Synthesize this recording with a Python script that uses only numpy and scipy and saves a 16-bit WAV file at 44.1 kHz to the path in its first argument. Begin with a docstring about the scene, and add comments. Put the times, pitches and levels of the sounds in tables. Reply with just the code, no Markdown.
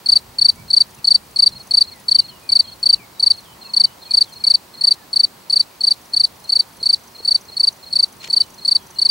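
"""A field cricket sings close by in a sunny meadow: four wing strokes a chirp, scraper over file,
each a near-pure tone that sags as the wings slow. Farther off: a second cricket, a rasping insect
and a bird whistling mostly falling notes. Underneath: a hand-held camera's bumps and faint whine,
one sleeve rustle, a far drone, a soft breeze and the hush of open country."""
import sys
import numpy as np
from scipy import signal
from scipy.io import wavfile

SR = 44100
rng = np.random.default_rng(int(sys.argv[2]) if len(sys.argv) > 2 else 0)


def bounce(signal):
    """Save signal as a 16-bit WAV file at the path given by the first command-line argument."""
    frames = np.transpose(np.atleast_2d(signal))
    limited = np.clip(frames, -1, 1)
    pcm = np.round(limited * 32767).astype(np.int16)
    wavfile.write(sys.argv[1], SR, pcm)


N = 401310

# near cricket, nominal strokes of a chirp:
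# delay/s, length/s, relative level/dB, top f/Hz, sag/Hz, swing share at catch, swing share at release
NEAR_STROKES = [(0, .0128, 0, 4490, 350, .55, .55), (.0281, .0169, -.65, 4603, 430, .3, .38),
                (.0616, .0196, .2, 4638, 470, .28, .38), (.1001, .0168, .45, 4640, 250, .28, .7)]
# its chirps: t/s, stretch of stroke spacing, first-stroke gain/dB
NEAR_CHIRPS = [(0.0602, 0.962, -8.6), (0.3855, 0.992, -6.6), (0.7034, 1.004, -7.9), (1.0448, 0.993, -6.8),
               (1.3611, 0.998, -8.6), (1.7099, 0.989, -6.3), (2.0834, 1.029, -4.9), (2.4918, 0.997, -8.4),
               (2.8297, 0.986, -6.8), (3.1972, 1.054, -8.2), (3.7366, 1.01, -8.2), (4.1092, 0.996, -7.8),
               (4.4394, 1.0, -5.1), (4.8104, 0.983, -8.0), (5.1309, 1.025, -8.1), (5.4989, 0.972, -5.4),
               (5.8079, 0.995, -7.9), (6.1359, 0.996, -4.9), (6.494, 0.978, -5.1), (6.8292, 0.999, -7.8),
               (7.2495, 0.959, -7.5), (7.5683, 1.031, -8.0), (7.9278, 0.997, -5.9), (8.3007, 1.017, -8.2),
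               (8.65, 1.004, -6.2), (8.9869, 1.033, -4.7)]
# its level and bearing as the camera turns: t/s, level/dB, left-right/dB
NEAR_BEARING = [(0, -2.7, 3.5), (.9, -2.3, 3.2), (2.2, -3.2, 2.85), (4.6, -3.3, 2.8), (5.6, -4.8, 2.1),
                (7.3, -5.35, 1.85), (9.1, -4.9, 2.0)]
# second cricket's chirps: t/s, level/dB
SECOND_CHIRPS = [(0.68, -34.5), (1.52, -33), (1.837, -33), (2.205, -33), (2.639, -33), (3.297, -33),
                 (3.613, -33.5), (4.018, -35), (4.322, -34), (4.738, -34.5), (6.125, -32), (6.441, -35),
                 (6.8, -33.5), (7.148, -34), (7.483, -34), (7.827, -34), (8.202, -35), (8.58, -34.5),
                 (8.959, -33.5)]
# its strokes: delay/s, length/s, top f/Hz
SECOND_STROKES = [(0, 0.021, 4263), (0.033, 0.03, 4330), (0.077, .024, 4375)]
# insect rasps: strongest stroke t/s, relative level/dB of low resonance, of high resonance
RASP_CALLS = [(0.558, -55, -52), (.949, -50, -49), (1.312, -57, -54), (1.675, -50, -49), (2.002, -55, -51),
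              (2.44, -59, -53), (2.84, -57, -52), (3.408, -53, -52), (4.337, -50, -51), (6.058, -52, -53.5),
              (6.442, -50, -53), (6.772, -53, -50), (7.079, -48.5, -54), (7.414, -46, -54),
              (7.729, -48, -53), (8.128, -51, -50.5), (8.545, -47, -51.5), (8.909, -45.5, -51)]
# strokes of a rasp: delay/s, gain/dB
RASP_PATTERN = [(-.08, -7), (-.04, -2.5), (0, 0), (.04, -6)]
# bird slurs: t/s, length/s, first f/Hz, last f/Hz, hook (1 even, more flattens out), relative level/dB
BIRD_NOTES = [(0.557, 0.073, 2256, 2340, 0.46, -44), (.97, .04, 2900, 2420, 1, -47),
              (1.881, 0.15, 2880, 1890, 2.8, -48), (2.116, 0.13, 3340, 2740, 1.04, -43.5),
              (2.277, 0.1, 3300, 2850, 1.9, -43), (2.42, .04, 2420, 2520, 1, -44.5),
              (2.467, 0.066, 2640, 2230, 2, -44.5), (2.628, 0.1, 3550, 3240, 4.2, -44.5),
              (2.873, 0.093, 3300, 2700, 0.8, -44), (2.974, 0.079, 2730, 2145, 1.6, -42.5),
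              (3.15, 0.064, 4020, 3860, 3, -44), (3.428, 0.12, 3900, 3040, 5, -45),
              (3.615, 0.088, 3900, 2650, 5.3, -47), (3.81, 0.12, 3050, 2960, 1.9, -47),
              (3.995, 0.079, 4100, 3000, 0.92, -46.5), (4.066, 0.073, 2590, 2390, 1.6, -45),
              (4.245, 0.074, 3900, 3130, 2.6, -47.5), (4.424, 0.056, 2380, 2160, 1.1, -44.5),
              (4.73, 0.17, 2110, 1870, 4.1, -51), (4.97, 0.075, 1850, 1700, 1.9, -49),
              (8.345, 0.12, 3230, 2990, 4, -46), (8.77, .08, 3600, 3270, 3.5, -50),
              (8.912, 0.12, 3080, 2880, 4, -49)]
# sleeve brushes: centre t/s, length/s, level/dB
SLEEVE_BURSTS = [(8.232, 0.016, -40), (8.245, 0.014, -30.5), (8.248, 0.14, -44.5), (8.276, 0.0076, -34)]
# bumps on the camera: t/s, impulse level/dB
CAMERA_BUMPS = [(6.818, -42.5), (7.204, -39.5), (7.5, -44), (8.04, -44), (8.286, -42.5)]
# camera body modes: f/Hz, gain/dB, t60/s
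BODY_MODES = [(393, -5, 0.044), (456, 7, 0.029), (650, -3, 0.022)]
# far drone: t/s, hum level/dB, swell level/dB
DRONE_LEVELS = [(0, -63, -64), (2.8, -64.5, -71.5), (3.7, -64.5, -51), (4.8, -61.5, -60), (7, -64, -70),
                (8.2, -59.5, -58), (9.1, -56, -55)]
# steady breeze: t/s, level/dB
BREEZE_LEVELS = [(0, -52.5), (1.3, -53.5), (2.5, -52.5), (3.6, -55), (5, -56), (7, -57), (9.1, -54)]
# puffs on the microphone: centre t/s, length/s, level/dB
WIND_PUFFS = [(0.137, 0.061, -43.5), (0.286, 0.12, -53), (.44, 0.051, -52), (0.59, .22, -47.5),
              (0.987, 0.056, -51), (1.534, .16, -46), (2.876, 0.34, -56), (4.18, .1, -55)]
# noise spectra: f/Hz, relative density/dB
SLEEVE_SPECTRUM = [(200, -10), (700, -5), (1300, 0), (2200, 8), (4000, 5), (7500, 0), (10000, -19),
                   (16000, -33)]
BREEZE_SPECTRUM = [(20, -17), (35, -16.5), (55, -3.5), (90, -2.5), (140, -2), (220, -7), (400, -42.5),
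                   (1000, -57.5)]
HUSH_SPECTRUM = [(60, -27.5), (150, -3.5), (220, 4), (300, -0.5), (600, 1), (950, 2), (1400, -6.5),
                 (2200, -14.5), (5000, -23)]
HISS_SPECTRUM = [(300, -21), (1200, 2.5), (2200, 3.5), (3200, 1), (4400, 3.5), (6000, -1), (8000, -1),
                 (10000, -2.5), (12000, -4), (15500, -3)]
# stereo likeness of the air: f/Hz, left-right correlation
AIR_CORRELATION = [(25, .98), (60, 0.9), (130, 1), (300, 0.61), (700, 0.24), (1400, .3), (3000, 0.33),
                   (7000, 0.62), (13000, 0.92)]

CATCH_S, SETTLE_S, RING_T60_S, WING_HZ = .0011, .00027, .014, 4027
CREST_SHARE, TOP_SHARE = .59, .18   # places of peak swing and peak pitch in a stroke


def near_cricket():
    """Closing strokes sing with weak overtones and some scrape; between them the wings brush open."""
    tone, overtones, friction, opening = np.zeros(N), np.zeros((2, N)), np.zeros(N), np.zeros(N)
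    for s, length_s, db, top_hz, shape in near_strokes():
        swing, grip, phase = wing_stroke(length_s, top_hz, *shape, uneven=.018)
        swing = swing * from_db(db)
        add(tone, s - CATCH_S, swing * np.sin(phase))
        second = from_db(-24) * panned(-1.2) * np.sin(2 * phase + [[.55], [0]])
        third = from_db(-54) * np.sin(3 * phase)
        # tooth overtones grow more slowly than the swing
        add(overtones, s - CATCH_S, np.abs(swing) ** .7 * grip ** .3 * (second + third))
        scrape_gain, catch_gain, opening_gain = from_db(rng.uniform(-6, 4, 3) + [-47, -44, -41])
        add(friction, s - CATCH_S, swing * scrape_gain)
        add(friction, s - .004, swell(.0066) * catch_gain)
        add(opening, s + length_s - .003, swell(.035) * opening_gain)
    rough = resonant_noise(5220, 2000) + .92 * resonant_noise(8740, 3900)
    brush = opening * (resonant_noise(4220, 660) + from_db(-8) * rough)
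    _, pan_db = in_time(NEAR_BEARING)
    direct = tone * panned(pan_db) + overtones + friction * rough + brush
    stems = scatter(direct, t60_s=.09, level_db=-29.5)
    field = scatter(direct, t60_s=.22, level_db=-41)
    return direct + stems + field


def near_strokes():
    """Four strokes a chirp, the first soft, each slightly varied in length and pitch."""
    times_s, levels_db, _ = np.transpose(NEAR_BEARING)
    for s, stretch, first_db in NEAR_CHIRPS:
        for k, (delay_s, length_s, db, top_hz, *shape) in enumerate(NEAR_STROKES):
            longer, higher = 1 + rng.normal(0, [.025, .002])
            db = db + np.interp(s, times_s, levels_db) + (first_db if k == 0 else 0)
            yield s + stretch * delay_s, length_s * longer, db, top_hz * higher, shape


def wing_stroke(length_s, top_hz, sag_hz, catch, release, uneven, jitter=.003):
    """The scraper runs down the file, one tooth a cycle; released, the wing rings at its own note."""
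    t = np.arange(-CATCH_S, length_s + RING_T60_S, 1 / SR)
    share, free_s = np.clip(t / length_s, 0, 1), np.maximum(t - length_s, 0)
    grip = np.exp(-free_s / SETTLE_S)
    onset = catch * np.minimum(1 + t / CATCH_S, 1)
    build = (1 - catch) * np.sin(np.pi / 2 * np.minimum(share / CREST_SHARE, 1))
    fade = 1 - (1 - release) * np.maximum((share - CREST_SHARE) / (1 - CREST_SHARE), 0) ** 1.5
    ring = (1 - .28 * (1 - grip)) * from_db(-60 * free_s / RING_T60_S)   # release checks the swing
    swing = (onset + build) * fade * ring * (1 + uneven * wobble(len(t), hz=1500))
    teeth_hz = top_hz - sag_hz * np.abs((share - TOP_SHARE) / (1 - TOP_SHARE)) ** 2.24
    hz = (WING_HZ + grip * (teeth_hz - WING_HZ)) * (1 + jitter * wobble(len(t), hz=1800))
    return swing, grip, 2 * np.pi * np.cumsum(hz) / SR


def second_cricket():
    """A lower voice some metres off, with more meadow scatter."""
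    out = np.zeros(N)
    for s, db in SECOND_CHIRPS:
        for delay_s, length_s, top_hz in SECOND_STROKES:
            swing, grip, phase = wing_stroke(length_s, top_hz, sag_hz=270,
                                             catch=.12, release=.25, uneven=.097)
            wave = np.sin(phase) + from_db(-20.5) * np.sin(2 * phase)
            add(out, s + delay_s - CATCH_S, from_db(db) * np.sqrt(np.abs(swing)) * grip * wave)
    return out * panned(.5) + scatter(out, t60_s=.1, level_db=-12)


def rasping_insect(stroke_s=.018):
    """Short toneless strokes excite two wing resonances."""
    low, high = np.zeros(N), np.zeros(N)
    for s, low_db, high_db in RASP_CALLS:
        for delay_s, db in RASP_PATTERN:
            start_s = s + delay_s - stroke_s / 2
            add(low, start_s, swell(stroke_s) * from_db(low_db + db))
            add(high, start_s, swell(stroke_s) * from_db(high_db + db))
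    rasp = low * resonant_noise(6030, 650) + high * resonant_noise(9940, 2000)
    return from_db(2.5) * rasp * panned(-.4)


def bird():
    """Pure whistles, mostly falling, blurred by distance."""
    out = np.zeros(N)
    for s, length_s, first_hz, last_hz, hook, db in BIRD_NOTES:
        share = np.linspace(0, 1, int(length_s * SR))
        slur_hz = last_hz + (first_hz - last_hz) * (1 - share) ** hook
        hz = slur_hz * (1 + .013 * wobble(len(share), hz=130))
        envelope = from_db(db) * np.sqrt(np.abs(np.sin(np.pi * share)))
        add(out, s, envelope * np.sin(2 * np.pi * np.cumsum(hz) / SR))
    return from_db(-4.5) * (out * panned(-.5) + scatter(out, t60_s=.14, level_db=-2))


def sleeve_rustle():
    """Cloth brushes in short, grainy bursts."""
    grain = from_db(3 * wobble(N, hz=700))
    return bursts(SLEEVE_BURSTS) * grain * coloured_noise(SLEEVE_SPECTRUM, flutter_db=1.5)


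def camera_bumps():
    """Soft knocks ring the body's modes."""
    knocks, rings = np.zeros(N), np.zeros(N)
    for s, db in CAMERA_BUMPS:
        add(knocks, s, from_db([db]))
    for hz, db, t60_s in BODY_MODES:
        r, w = from_db(-60 / (t60_s * SR)), 2 * np.pi * hz / SR
        b, a = [0, np.sin(w)], [1, -2 * r * np.cos(w), r * r]
        rings += from_db(db) * signal.lfilter(b, a, knocks + 1e-18)
    return rings


def camera_whine(whine_hz=15625, throb_hz=50):
    """A thin, throbbing electronic tone."""
    t = np.arange(N) / SR
    throb = 1 + .9 * np.cos(2 * np.pi * throb_hz * t)
    return from_db(-63) * throb * np.sin(2 * np.pi * whine_hz * t)


def drone():
    """A faint hum of two wavering notes; a broader resonance swells and fades."""
    hum_db, swell_db = in_time(DRONE_LEVELS)
    hum = resonant_noise(371.4, 45) + from_db(-1) * resonant_noise(913, 70)
    broad = np.array([resonant_noise(970, 380) for ear in range(2)])
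    return from_db(hum_db) * hum + from_db(swell_db) * broad


def breeze():
    """Wind rumbles on the microphone, with a few puffs."""
    wind = from_db(in_time(BREEZE_LEVELS)[0] + 1.6 * wobble(N, hz=11))
    return (wind + bursts(WIND_PUFFS)) * coloured_noise(BREEZE_SPECTRUM, flutter_db=2.5)


def meadow():
    """Far hush, fine hiss and countless distant crickets merged into one band."""
    hush = from_db(-48.5) * coloured_noise(HUSH_SPECTRUM, flutter_db=1) * panned(-1.1)
    hiss = from_db(-48.5) * coloured_noise(HISS_SPECTRUM, flutter_db=.6)
    chorus = from_db(-60.5) * np.array([resonant_noise(4400, 550) for ear in range(2)])
    return hush + hiss + chorus


def scatter(x, t60_s, level_db):
    """Stems and ground return a short dense tail, different at each ear."""
    t = np.arange(int(.3 * SR)) / SR
    tail = rng.standard_normal((2, len(t))) * from_db(-60 * t / t60_s) * (t > .002)
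    tail /= np.sqrt(np.sum(tail ** 2, axis=1, keepdims=True))
    return from_db(level_db) * signal.fftconvolve(np.atleast_2d(x), tail, axes=1)[:, :N]


def resonant_noise(hz, width_hz):
    """Noise twice through one resonance; rms 1."""
    r = np.exp(-np.pi * width_hz / SR)
    b, a = [1 - r, 0, r - 1], [1, -2 * r * np.cos(2 * np.pi * hz / SR), r * r]
    return rms_one(signal.lfilter(b, a, signal.lfilter(b, a, rng.standard_normal(N))))


def coloured_noise(spectrum, flutter_db):
    """Stereo noise bands, each with its own level, flutter and correlation; rms 1."""
    edges_hz = np.geomspace(spectrum[0][0], min(spectrum[-1][0] * 1.1, 19000), 2 * len(spectrum))
    out, white = np.zeros((2, N)), rng.standard_normal((2, 2, N))
    for k, (low_hz, high_hz) in enumerate(zip(edges_hz, edges_hz[1:])):
        band = signal.butter(2, [low_hz, high_hz], "band", fs=SR, output="sos")
        mid, side = signal.sosfilt(band, white[k % 2])
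        hz = np.sqrt(low_hz * high_hz)
        alike = at_hz(AIR_CORRELATION, hz)
        gain = from_db(at_hz(spectrum, hz) + flutter_db * wobble(N, hz=19))
        out += gain * (np.sqrt(1 + alike) * mid + np.sqrt(1 - alike) * side * [[1], [-1]])
    return rms_one(out)


def wobble(count, hz):
    """Random drift, hz new values a second."""
    steps = np.arange(count) * hz / SR
    knots = rng.standard_normal(int(steps[-1]) + 2)
    return np.interp(steps, np.arange(len(knots)), knots)


def bursts(rows):
    """Envelope of centred swells."""
    envelope = np.zeros(N)
    for s, length_s, db in rows:
        add(envelope, s - length_s / 2, swell(length_s) * from_db(db))
    return envelope


def swell(length_s):
    return np.hanning(max(int(length_s * SR), 4))


def panned(pan_db):
    """Left and right gains, mean 1."""
    gains = from_db(np.array([[.5], [-.5]]) * pan_db)
    return gains / gains.mean(axis=0)


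def in_time(rows):
    """Each column of a curve at every sample."""
    s, *columns = np.transpose(rows)
    return [np.interp(np.arange(N) / SR, s, c) for c in columns]


def at_hz(points, hz):
    """Interpolate on a log-frequency axis."""
    points_hz, values = np.transpose(points)
    return np.interp(np.log(hz), np.log(points_hz), values)


def add(out, s, sound):
    """Mix a sound in at time s."""
    i = int(np.clip(round(s * SR), 0, N))
    out[..., i:i + sound.shape[-1]] += sound[..., :N - i]


def from_db(db):
    return 10 ** (np.asarray(db) / 20)


def rms_one(x):
    return x / np.sqrt(np.mean(x ** 2) + 1e-20)


def scene():
    """Stereo sum of all sources."""
    animals = near_cricket() + second_cricket() + rasping_insect() + bird()
    handling = sleeve_rustle() + camera_bumps()
    return animals + handling + camera_whine() + drone() + breeze() + meadow()


def record(dry, cutoff_hz=16000):
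    """Clip at full scale, then low-pass steeply."""
    lowpass = signal.ellip(12, .05, 90, cutoff_hz, fs=SR, output="sos")
    return signal.sosfilt(lowpass, np.clip(dry, -1, 1))


dry = scene()
out = record(dry)
bounce(out)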